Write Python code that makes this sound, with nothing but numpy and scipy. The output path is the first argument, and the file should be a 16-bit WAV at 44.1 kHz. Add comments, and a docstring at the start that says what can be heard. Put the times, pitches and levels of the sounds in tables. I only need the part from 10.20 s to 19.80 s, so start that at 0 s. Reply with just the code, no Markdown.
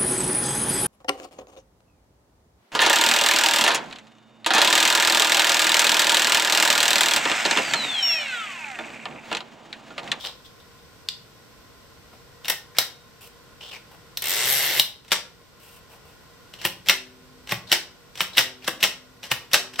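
"""A hand-worked card punch: steel keys go down with a knock and spring back with a double clack.
Before the keying, a card snaps into the bed and the carriage is pushed along its rack past a clicking
pawl. Each contact rings the frame, thumps the desk and shakes loose parts; return springs hum on.
A fan hums in the quiet room, and a slow gain control ducks after long loud sound."""
import sys
import numpy as np
from scipy import signal
from scipy.fft import rfft, irfft, next_fast_len
from scipy.io import wavfile
from scipy.ndimage import map_coordinates

SR = 44100
rng = np.random.default_rng(int(sys.argv[2]) if len(sys.argv) > 2 else 0)


def file_out(sig):
    """Save sig as 16-bit WAV at sys.argv[1]."""
    # one column per channel
    cols = np.atleast_2d(sig).T
    # limit, then scale
    lim = np.clip(cols, -1, 1)
    pcm = np.round(lim * 32767).astype(np.int16)
    wavfile.write(sys.argv[1], SR, pcm)


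N = 423360

# keys bottoming out: start_s, level_db, clack_hz, tick_rel_db, knock_rel_db
KEY_PRESSES = [(6.4513, -12, 2840, 1.5, -12), (7.3215, -12.5, 2440, -5.5, -8.5),
               (8.0057, -6.5, 2450, -17, -21.5), (8.481, -10.5, 1830, -5, -9),
               (9.1161, -7, 2340, -4.5, -16), (9.594, -8, 1750, -10, -18)]
# keys springing back: start_s, first_db, first_hz, gap_s, second_db, spring_db
KEY_RELEASES = [(6.6859, -7, 3430, 0.0098, -2, -41.5), (7.517, -6.5, 3250, 0.0086, -2.5, -52.5),
                (8.1724, -11.5, 2685, 0.0079, -0.5, -42.5), (8.628, -8, 2700, 0.0095, -3, -53),
                (9.333, -5, 4260, 0.0098, -2, -41.5)]
# parts rebounding: start_s, level_db
BOUNCES = [(4.9236, -17), (6.4594, -17.5), (6.4708, -24), (8.0129, -14), (8.169, -18.5), (8.189, -10),
           (8.6325, -12.5)]
# linkage taking up slack: start_s, level_db
SLACK_TICKS = [(2.2462, -28.5), (2.256, -26.5), (2.5688, -28), (4.848, -40.5), (4.881, -38.5),
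               (4.9096, -26), (6.3376, -34), (6.4153, -27.5), (6.6608, -30), (6.671, -27), (7.273, -32.5),
               (7.2927, -23.5), (7.3125, -23), (7.497, -34), (7.9548, -30), (7.975, -28.5), (8.151, -35),
               (8.4438, -27.5), (8.603, -31), (8.609, -26), (9.0306, -30), (9.038, -26), (9.0545, -33),
               (9.3146, -30.5), (9.5367, -31), (9.5582, -30.5)]
# latch, lever, carriage stops: start_s, level_db, clack_hz, tick_rel_db, knock_rel_db, rattle_rel_db
STOPS = [(2.282, -16, 3700, 1.5, -34, -8), (2.2987, -14, 3870, 7.5, -21.5, -6),
         (2.585, -4, 4270, 0.5, -25.5, -10.5), (3.9722, -15, 3970, -1, -50, -24),
         (4.5963, 2.5, 3700, -1, -35.5, -24), (4.918, -4, 3200, -6.5, -23.5, -6)]


def strokes():
    """Every steel-on-steel hit, in the columns of STOPS; stops last."""
    second_hz, bounce_hz, slack_hz = 2990, 2880, 3100
    presses = [(*row, -15) for row in KEY_PRESSES]
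    firsts = [(*row[:3], -3.5, -25, -10.5) for row in KEY_RELEASES]
    seconds = [(s + gap_s, db, second_hz, -7.5, -31, -8.5) for s, _, _, gap_s, db, _ in KEY_RELEASES]
    bounces = [(*row, bounce_hz, -0.5, -17.5, -13) for row in BOUNCES]
    slack = [(*row, slack_hz, -9, -19.5, -7.5) for row in SLACK_TICKS]
    return presses + firsts + seconds + bounces + slack + STOPS


# cast frame and levers: pitch_hz, level_db, base_t60_s
STEEL_MODES = [(837, -6.5, 0.2), (1378, -12.5, 0.9), (1867, -8.5, 0.73), (2154, 0.5, 0.18),
               (2657, -2, 0.28), (2904, 0.5, 0.27), (3050, -2.5, 0.081), (3700, 3, 0.083), (3630, -15, 0.3),
               (4080, -1, 0.047), (4260, -12, 0.17), (5480, -5, 0.3), (5780, 1, 0.095), (5770, 4.5, 0.21)]
# desk top and hollow base: pitch_hz, level_db, base_t60_s
DESK_MODES = [(71.5, -18, 0.13), (125.6, 0.5, 0.14), (187.3, 3.5, 0.14), (339, -1.5, 0.06),
              (557, 1.5, 0.046), (860, 1, 0.018), (1220, -4.5, 0.0083), (2220, -47, 0.014)]
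# loose parts: freq_hz, density_db
RATTLE_SPECTRUM = [(150, -23), (600, -7), (1200, -9), (1900, 0.5), (2400, -7.5), (3100, -1.5), (3700, -9.5),
                   (4700, -6.5), (5550, -3.5), (6300, -7), (8500, -10), (12200, -15), (16000, -35)]


def contacts():
    """Each hit gives a clack, a bright tick, a knock in the desk and a rattle of loose parts."""
    hits = strokes()
    clacks, t = np.zeros(N + SR), np.arange(SR // 20) / SR
    attack = 1 - np.exp(-t / 0.0005)
    for s, db, clack_hz, *_ in hits:
        modes = attack * ring(STEEL_MODES, t, spread_db=4, t60_scale=0.1, centre_hz=clack_hz)
        add(clacks, s, amp(db + 3) * (0.5 * modes + crack(t, clack_hz, 2340, t60_s=0.025)))
    clacks = filtered(clacks[:N], lambda hz: 1 - 0.62 * band(hz, 4570, 800))  # frame radiates less here
    start_s, level_db, _, tick_db, knock_db, rattle_db = np.transpose(hits)
    tick = fading(start_s, level_db + tick_db - 4.5, t60_s=0.041)
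    tick = tick * noise(lambda hz: band(hz, 11500, 7400) ** 2)
    thud = fading(start_s - 0.001, level_db + knock_db + 6, t60_s=0.043)
    thud *= 0.22 + rng.standard_normal(N)  # one-way push plus grit
    knock = amp(12.5) * filtered(thud, resonances(DESK_MODES, t60_scale=0.75))
    # a short rattling swell leads into every hit except the stops, louder before harder knocks
    led = slice(-len(STOPS))
    lead_in = fading(N / SR - start_s[led], (level_db + knock_db)[led] + 5, t60_s=0.036)[::-1]
    shake = np.hypot(fading(start_s + 0.00052, level_db + rattle_db - 2, t60_s=0.16), lead_in)
    loose = flutter(rate_hz=360, depth_db=3.5) * noise(lambda hz: amp(along(RATTLE_SPECTRUM, hz)))
    frame = amp(2) * filtered(shake * rng.standard_normal(N), resonances(STEEL_MODES, t60_scale=0.2))
    return clacks + tick + knock + shake * loose + frame


# return springs: pitch_hz, level_db, base_t60_s
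SPRING_MODES = [(254, -3, 4.5), (382, 2, 1.33)]


def springs_and_latch():
    """A released key leaves two long springs humming; the release latch pings once."""
    out, t = np.zeros(N + 2 * SR), np.arange(2 * SR) / SR
    for s, _, _, gap_s, _, spring_db in KEY_RELEASES:
        add(out, s + gap_s, amp(spring_db) * ring(SPRING_MODES, t, spread_db=0.5, t60_scale=0.9))
    latch_s, latch_hz, latch_db, latch_t60_s = 2.586, 3745, -36.5, 0.5525
    add(out, latch_s, amp(latch_db) * ring([(latch_hz, 0, latch_t60_s)], t, spread_db=0, t60_scale=1))
    return out[:N]


# pawl's bright tick along the rack: time_s, level_db, top_band_power_share
RACK_TICK = [(4.022, -22, .2), (4.12, -17, 0.6), (4.22, -23.5, .4), (4.3, -9, 0.01), (4.4, -14.5, 0),
             (4.46, -14.5, 0.26), (4.52, -19.5, 0.3), (4.57, -14, .07)]
# pawl, two ring bands then two tick bands: centre_hz, width_hz
PAWL_BANDS = [(8850, 4100), (6360, 4200), (11370, 4200), (14300, 2500)]
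# carriage sliding: freq_hz, density_db
SLIDE_SPECTRUM = [(47, -48), (80, -39), (124, -8), (236, -24), (426, -8.5), (1230, -12), (2060, -2),
                  (2440, -8.5), (2690, -4), (7500, -12), (9750, -18), (16500, -120)]


def carriage():
    """The pawl drops off each rack tooth and shakes the frame, faster as the carriage gains speed."""
    push_s, stop_s, gather_s = 4.0215, 4.592, 0.15
    start_rate_hz, top_rate_hz = 46, 152
    fade_s, fade_db_per_s, sink_span_s = 4.396, -62, (3.73, 4.56)  # pawl ring
    t = np.arange(0, stop_s - push_s, 1 / SR)
    lag = np.exp(-t / gather_s)
    teeth_passed = np.cumsum(top_rate_hz - (top_rate_hz - start_rate_hz) * lag) / SR
    tooth = np.arange(int(teeth_passed[-1]) + 1)
    scatter = rng.standard_normal((len(tooth), 6))
    slowness = np.interp(tooth, teeth_passed, lag)
    jitter_s = 0.0006 * scatter[:, 0] * (slowness < 0.5)
    drops_s = push_s + np.interp(tooth, teeth_passed, t) + jitter_s
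    frame_db = -21 - 6 * slowness
    steel = resonances(STEEL_MODES, t60_scale=0.12)
    slide = noise(lambda hz: amp(along(SLIDE_SPECTRUM, hz)) * (2.3 + np.abs(steel(hz))))
    out = slide * fading(drops_s, frame_db + 0.72 * scatter[:, 1], t60_s=0.11)
    time_s, tick_db, top_share = np.transpose(RACK_TICK)
    tick_db = np.interp(drops_s, time_s, tick_db)
    top_share = np.clip(np.interp(drops_s, time_s, top_share), 0.001, 0.999)
    ring_db = frame_db + 4.5 + fade_db_per_s * np.maximum(drops_s - fade_s, 0)
    low_share = np.interp(drops_s, sink_span_s, [0.15, 0.8])
    bands_db = [ring_db + 10 * np.log10(1 - low_share), ring_db + 10 * np.log10(low_share),
                tick_db + 10 * np.log10(1 - top_share), tick_db + 10 * np.log10(top_share)]
    for k, (centre_hz, width_hz) in enumerate(PAWL_BANDS):
        envelope = fading(drops_s, bands_db[k] + 1.5 * scatter[:, 2 + k], t60_s=0.024)
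        out += envelope * noise(lambda hz: band(hz, centre_hz, width_hz) ** 3)
    return out


# card edge: start_s, level_db, pitch_hz
CARD_SNAPS = [(.0495, -17.5, 3300), (0.0704, -18, 3500), (0.887, -10.5, 4060), (0.8925, -22, 3970)]


def card():
    """The card's edge snaps against the bed and buzzes briefly."""
    out, t = np.zeros(N), np.arange(SR // 8) / SR
    for s, db, pitch_hz in CARD_SNAPS:
        snap = crack(t, pitch_hz, 2350, t60_s=0.012)
        buzz = 0.094 * crack(t, pitch_hz, 4000, t60_s=0.06)
        body = 0.065 * crack(t, 1100, 1800, t60_s=0.022)
        add(out, s, amp(db) * (snap + buzz + body))
    return out


# card sliding: start_s, length_s, level_db, low_rel_db
CARD_RUBS = [(0, 0.067, -34.5, -18), (0.044, 0.014, -36, -2.5), (0.06, 0.032, -35, -5),
             (.251, 0.018, -41.5, -27), (.4, 0.022, -52, -32), (.588, .004, -51, -30),
             (.645, .015, -56, -30)]
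# hands brushing: start_s, length_s, level_db, low_rel_db
HAND_RUBS = [(1.932, .02, -61, 11), (3.01, 0.067, -47, -10), (3.715, 0.036, -57, 6.5),
             (5.4, 0.19, -51, -10), (5.7, 0.059, -53, 2), (5.85, 0.081, -59, 2)]
# key stems scraping: start_s, length_s, level_db, pitch_hz
STEM_RUBS = [(2.553, 0.022, -38.5, 1900), (6.391, 0.067, -40.5, 2900), (7.475, 0.038, -37, 3900),
             (8.136, 0.028, -35, 3830), (8.422, 0.028, -39, 2460)]
# squeaks: start_s, length_s, level_db, first_hz, last_hz
SQUEAKS = [(3.411, 0.091, -36.5, 2900, 3400), (3.515, .054, -34, 2880, 2320)]


def rubbing():
    """Card, skin and key stems scrape in fine grains through a resonance that glides in the squeaks."""
    card_hz, hand_hz = 3500, 2770
    rubs = [(*row[:3], card_hz, card_hz, row[3], -27) for row in CARD_RUBS]
    rubs += [(*row[:3], hand_hz, hand_hz, row[3], -4.5) for row in HAND_RUBS]
    rubs += [(*row, row[-1], -14, -36) for row in STEM_RUBS]
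    rubs += [(*row, -13.5, -36) for row in SQUEAKS]
    grains = noise(lambda hz: 1) * flutter(rate_hz=200, depth_db=3)
    hz, t, spectra = signal.stft(grains, SR, nperseg=256)
    hz, gain = hz[:, None], np.zeros(spectra.shape[1:])
    for start_s, length_s, db, first_hz, last_hz, low_db, air_db in rubs:
        end_s = start_s + length_s
        pitch_hz = np.interp(t, [start_s, end_s], [first_hz, last_hz])
        envelope = np.interp(t, [start_s - 0.006, start_s, end_s, end_s + 0.014], [0, 0.9, 0.6, 0])
        squeak = 1.08 * np.abs(band(hz, pitch_hz, 650)) ** 2
        scrape = 0.25 * np.abs(band(hz, 4950, 1880))
        low = amp(low_db + 4) * np.abs(band(hz, 730, 920)) ** 2
        air = amp(air_db) * np.abs(band(hz, 10800, 7500)) ** 2
        gain += amp(db + 10) * (squeak + scrape + low + air) * envelope
    return signal.istft(spectra * gain, SR, nperseg=256)[1][:, :N]


# room decay: freq_hz, t60_s
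ROOM_DECAY = [(100, 0.62), (700, 0.4), (2000, 0.32), (5000, 0.32), (13000, 0.22)]


def reverb(x):
    """Room reflections: lows outlast highs; each quarter second gets a new random tail."""
    out, step, delay_samples = np.zeros((2, N + SR)), SR // 4, 200
    for start in range(0, N, step):
        hz, t, (mid, side) = signal.stft(rng.standard_normal((2, SR // 3)), SR, nperseg=256)
        side = side * np.clip(hz / 4000, 0.3, 1)[:, None]  # long waves reach both ports alike
        decay = amp(-60 * t / along(ROOM_DECAY, hz)[:, None])
        tail = signal.istft(np.array([mid + side, mid - side]) * decay, SR, nperseg=256)[1]
        wet = signal.fftconvolve(x[:, start:start + step], tail / np.linalg.norm(tail[0]), axes=1)
        out[:, start + delay_samples:][:, :wet.shape[1]] += wet
    return out[:, :N]


# fan duct: centre_hz, width_hz, level_db
FAN_BANDS = [(471.3, 19.3, 10.5), (1044, 96, 3), (1435, 180, 0), (1935, 115, -4)]
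# room hush: freq_hz, density_db
HUSH_SPECTRUM = [(20, -21), (40, -8), (135, -7), (236, -13.5), (312, -14.5), (349, -15), (462, -13),
                 (832, -20), (1040, -20.5), (1680, -22.5), (5900, -24), (7500, -27.5), (14900, -32),
                 (16200, -52)]
# room hush, left to right: freq_hz, coherence
HUSH_COHERENCE = [(60, 0.51), (380, 0.33), (2380, 0.043), (15000, 0.013)]


def fan_and_hush():
    """A fan's narrow duct resonances drift in level over a broad hush."""
    hush = noise(lambda hz: amp(along(HUSH_SPECTRUM, hz)), HUSH_COHERENCE)
    duct = lambda hz: sum(amp(db) * band(hz, centre, width) ** 2 for centre, width, db in FAN_BANDS)
    fan = noise(duct, coherence=[(400, 0.98), (2000, 0.9)]) * flutter(rate_hz=4, depth_db=1)
    return amp(-50.5) * hush + amp(-58) * fan


# close sources, left to right: freq_hz, coherence
NEAR_COHERENCE = [(60, 0.66), (180, 1), (550, 1), (1650, 0.86), (4970, 0.38), (15000, 0.053)]


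def noise(response, coherence=NEAR_COHERENCE):
    """Coloured stereo noise, rms 1."""
    def mid_side(hz):
        angle = np.arccos(np.clip(along(coherence, hz), -1, 1)) / 2
        return response(hz) * np.array([np.cos(angle), np.sin(angle)])
    mid, side = filtered(rng.standard_normal((2, N)), mid_side)
    return unit_rms(np.array([mid + side, mid - side]))


def ring(modes, t, spread_db, t60_scale, centre_hz=None):
    """Modes struck at random strengths and phases; centre_hz favours the part that was hit."""
    hz, db, t60_s = np.transpose(modes)[..., None]
    scatter, phase = rng.standard_normal((2, len(modes), 1))
    emphasis = 0.32 + np.abs(band(hz, centre_hz, 1200)) if centre_hz else 1
    strength = amp(db + spread_db * scatter) * emphasis
    decay = amp(-60 * t / (t60_scale * t60_s))
    partials = strength * decay * np.sin(2 * np.pi * hz * t + phase)
    return partials.sum(axis=0) / np.linalg.norm(strength)


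def resonances(modes, t60_scale):
    """Frequency response of modes; faster decay, wider peak."""
    return lambda hz: sum(
        (-1) ** k * amp(db) * band(hz, pitch_hz, np.log(1000) / (np.pi * t60_scale * t60_s))
        for k, (pitch_hz, db, t60_s) in enumerate(modes))


def crack(t, centre_hz, width_hz, t60_s):
    """Noise burst around one pitch, peak 1."""
    burst = amp(-60 * t / t60_s) * rng.standard_normal(len(t))
    burst = filtered(burst, lambda hz: band(hz, centre_hz, width_hz) ** 2)
    return burst / np.abs(burst).max()


def fading(starts_s, levels_db, t60_s):
    """Rms envelope that jumps at each start and dies away."""
    starts = np.clip(np.round(starts_s * SR).astype(int), 0, N - 1)
    power = np.bincount(starts, amp(2 * levels_db), N)
    return np.sqrt(signal.lfilter([1], [1, -amp(-2 * 60 / (t60_s * SR))], power))


def flutter(rate_hz, depth_db):
    """Random gain, rms 1."""
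    knots = rng.standard_normal(int(N * rate_hz / SR) + 4)
    return unit_rms(amp(depth_db * map_coordinates(knots, [np.arange(N) * rate_hz / SR], order=1)))


def band(hz, centre_hz, width_hz):
    """Causal resonance, peak gain 1."""
    return 1j * hz * width_hz / (centre_hz ** 2 - hz ** 2 + 1j * hz * width_hz)


def filtered(x, response):
    size = next_fast_len(x.shape[-1] + 4096)
    return irfft(rfft(x, size) * response(np.fft.rfftfreq(size, 1 / SR)), size)[..., :x.shape[-1]]


def along(points, hz):
    """Interpolate on a log frequency axis."""
    freq_hz, values = np.transpose(points)
    return np.interp(np.log(hz + 1), np.log(freq_hz + 1), values)


def add(out, start_s, sound):
    out[round(start_s * SR):][:len(sound)] += sound


def amp(db):
    return 10 ** (np.asarray(db) / 20)


def unit_rms(x):
    return x / np.sqrt(np.mean(x ** 2) + 1e-20)


# punch's stereo balance: freq_hz, left_minus_right_db
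BALANCE = [(60, -0.5), (380, 2.5), (2380, 0.5), (15000, 2.5)]


def scene():
    """The punch, close and slightly left, over the room's background."""
    punch = contacts() + card() + carriage() + rubbing()
    punch = punch + amp(-6.5) * reverb(punch) + springs_and_latch()
    placed = filtered(punch, lambda hz: amp(along(BALANCE, hz) * [[0.5], [-0.5]]))
    return placed + fan_and_hush()


# microphone housing: centre_hz, width_hz, gain_db
HOUSING_DIPS = [(6590, 880, -7), (10350, 2600, -13)]


def record(dry):
    """Housing dips, bass roll-off, slow gain control, soft ceiling, band limit."""
    bass_hz, top_hz, ceiling = 40, 16200, 0.91
    hold_s, cap_db, knee_db = 0.35, -20, -28
    dips = lambda hz: np.prod(
        [1 - (1 - amp(db)) * band(hz, centre, width) for centre, width, db in HOUSING_DIPS], axis=0)
    x = filtered(dry, lambda hz: dips(hz) * 1j * hz / (bass_hz + 1j * hz))
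    power = np.minimum(np.mean(x ** 2, axis=0), amp(2 * cap_db))
    pole = np.exp(-1 / (hold_s * SR))
    slow_power = signal.lfilter([1 - pole], [1, -pole], power)
    x = x * (1 + slow_power / amp(2 * knee_db)) ** -0.4
    x = x / (1 + np.abs(x / ceiling) ** 6) ** (1 / 6)
    return filtered(x, lambda hz: np.clip((top_hz - hz) / 400, 0, 1))


dry = scene()
out = record(dry)
file_out(out)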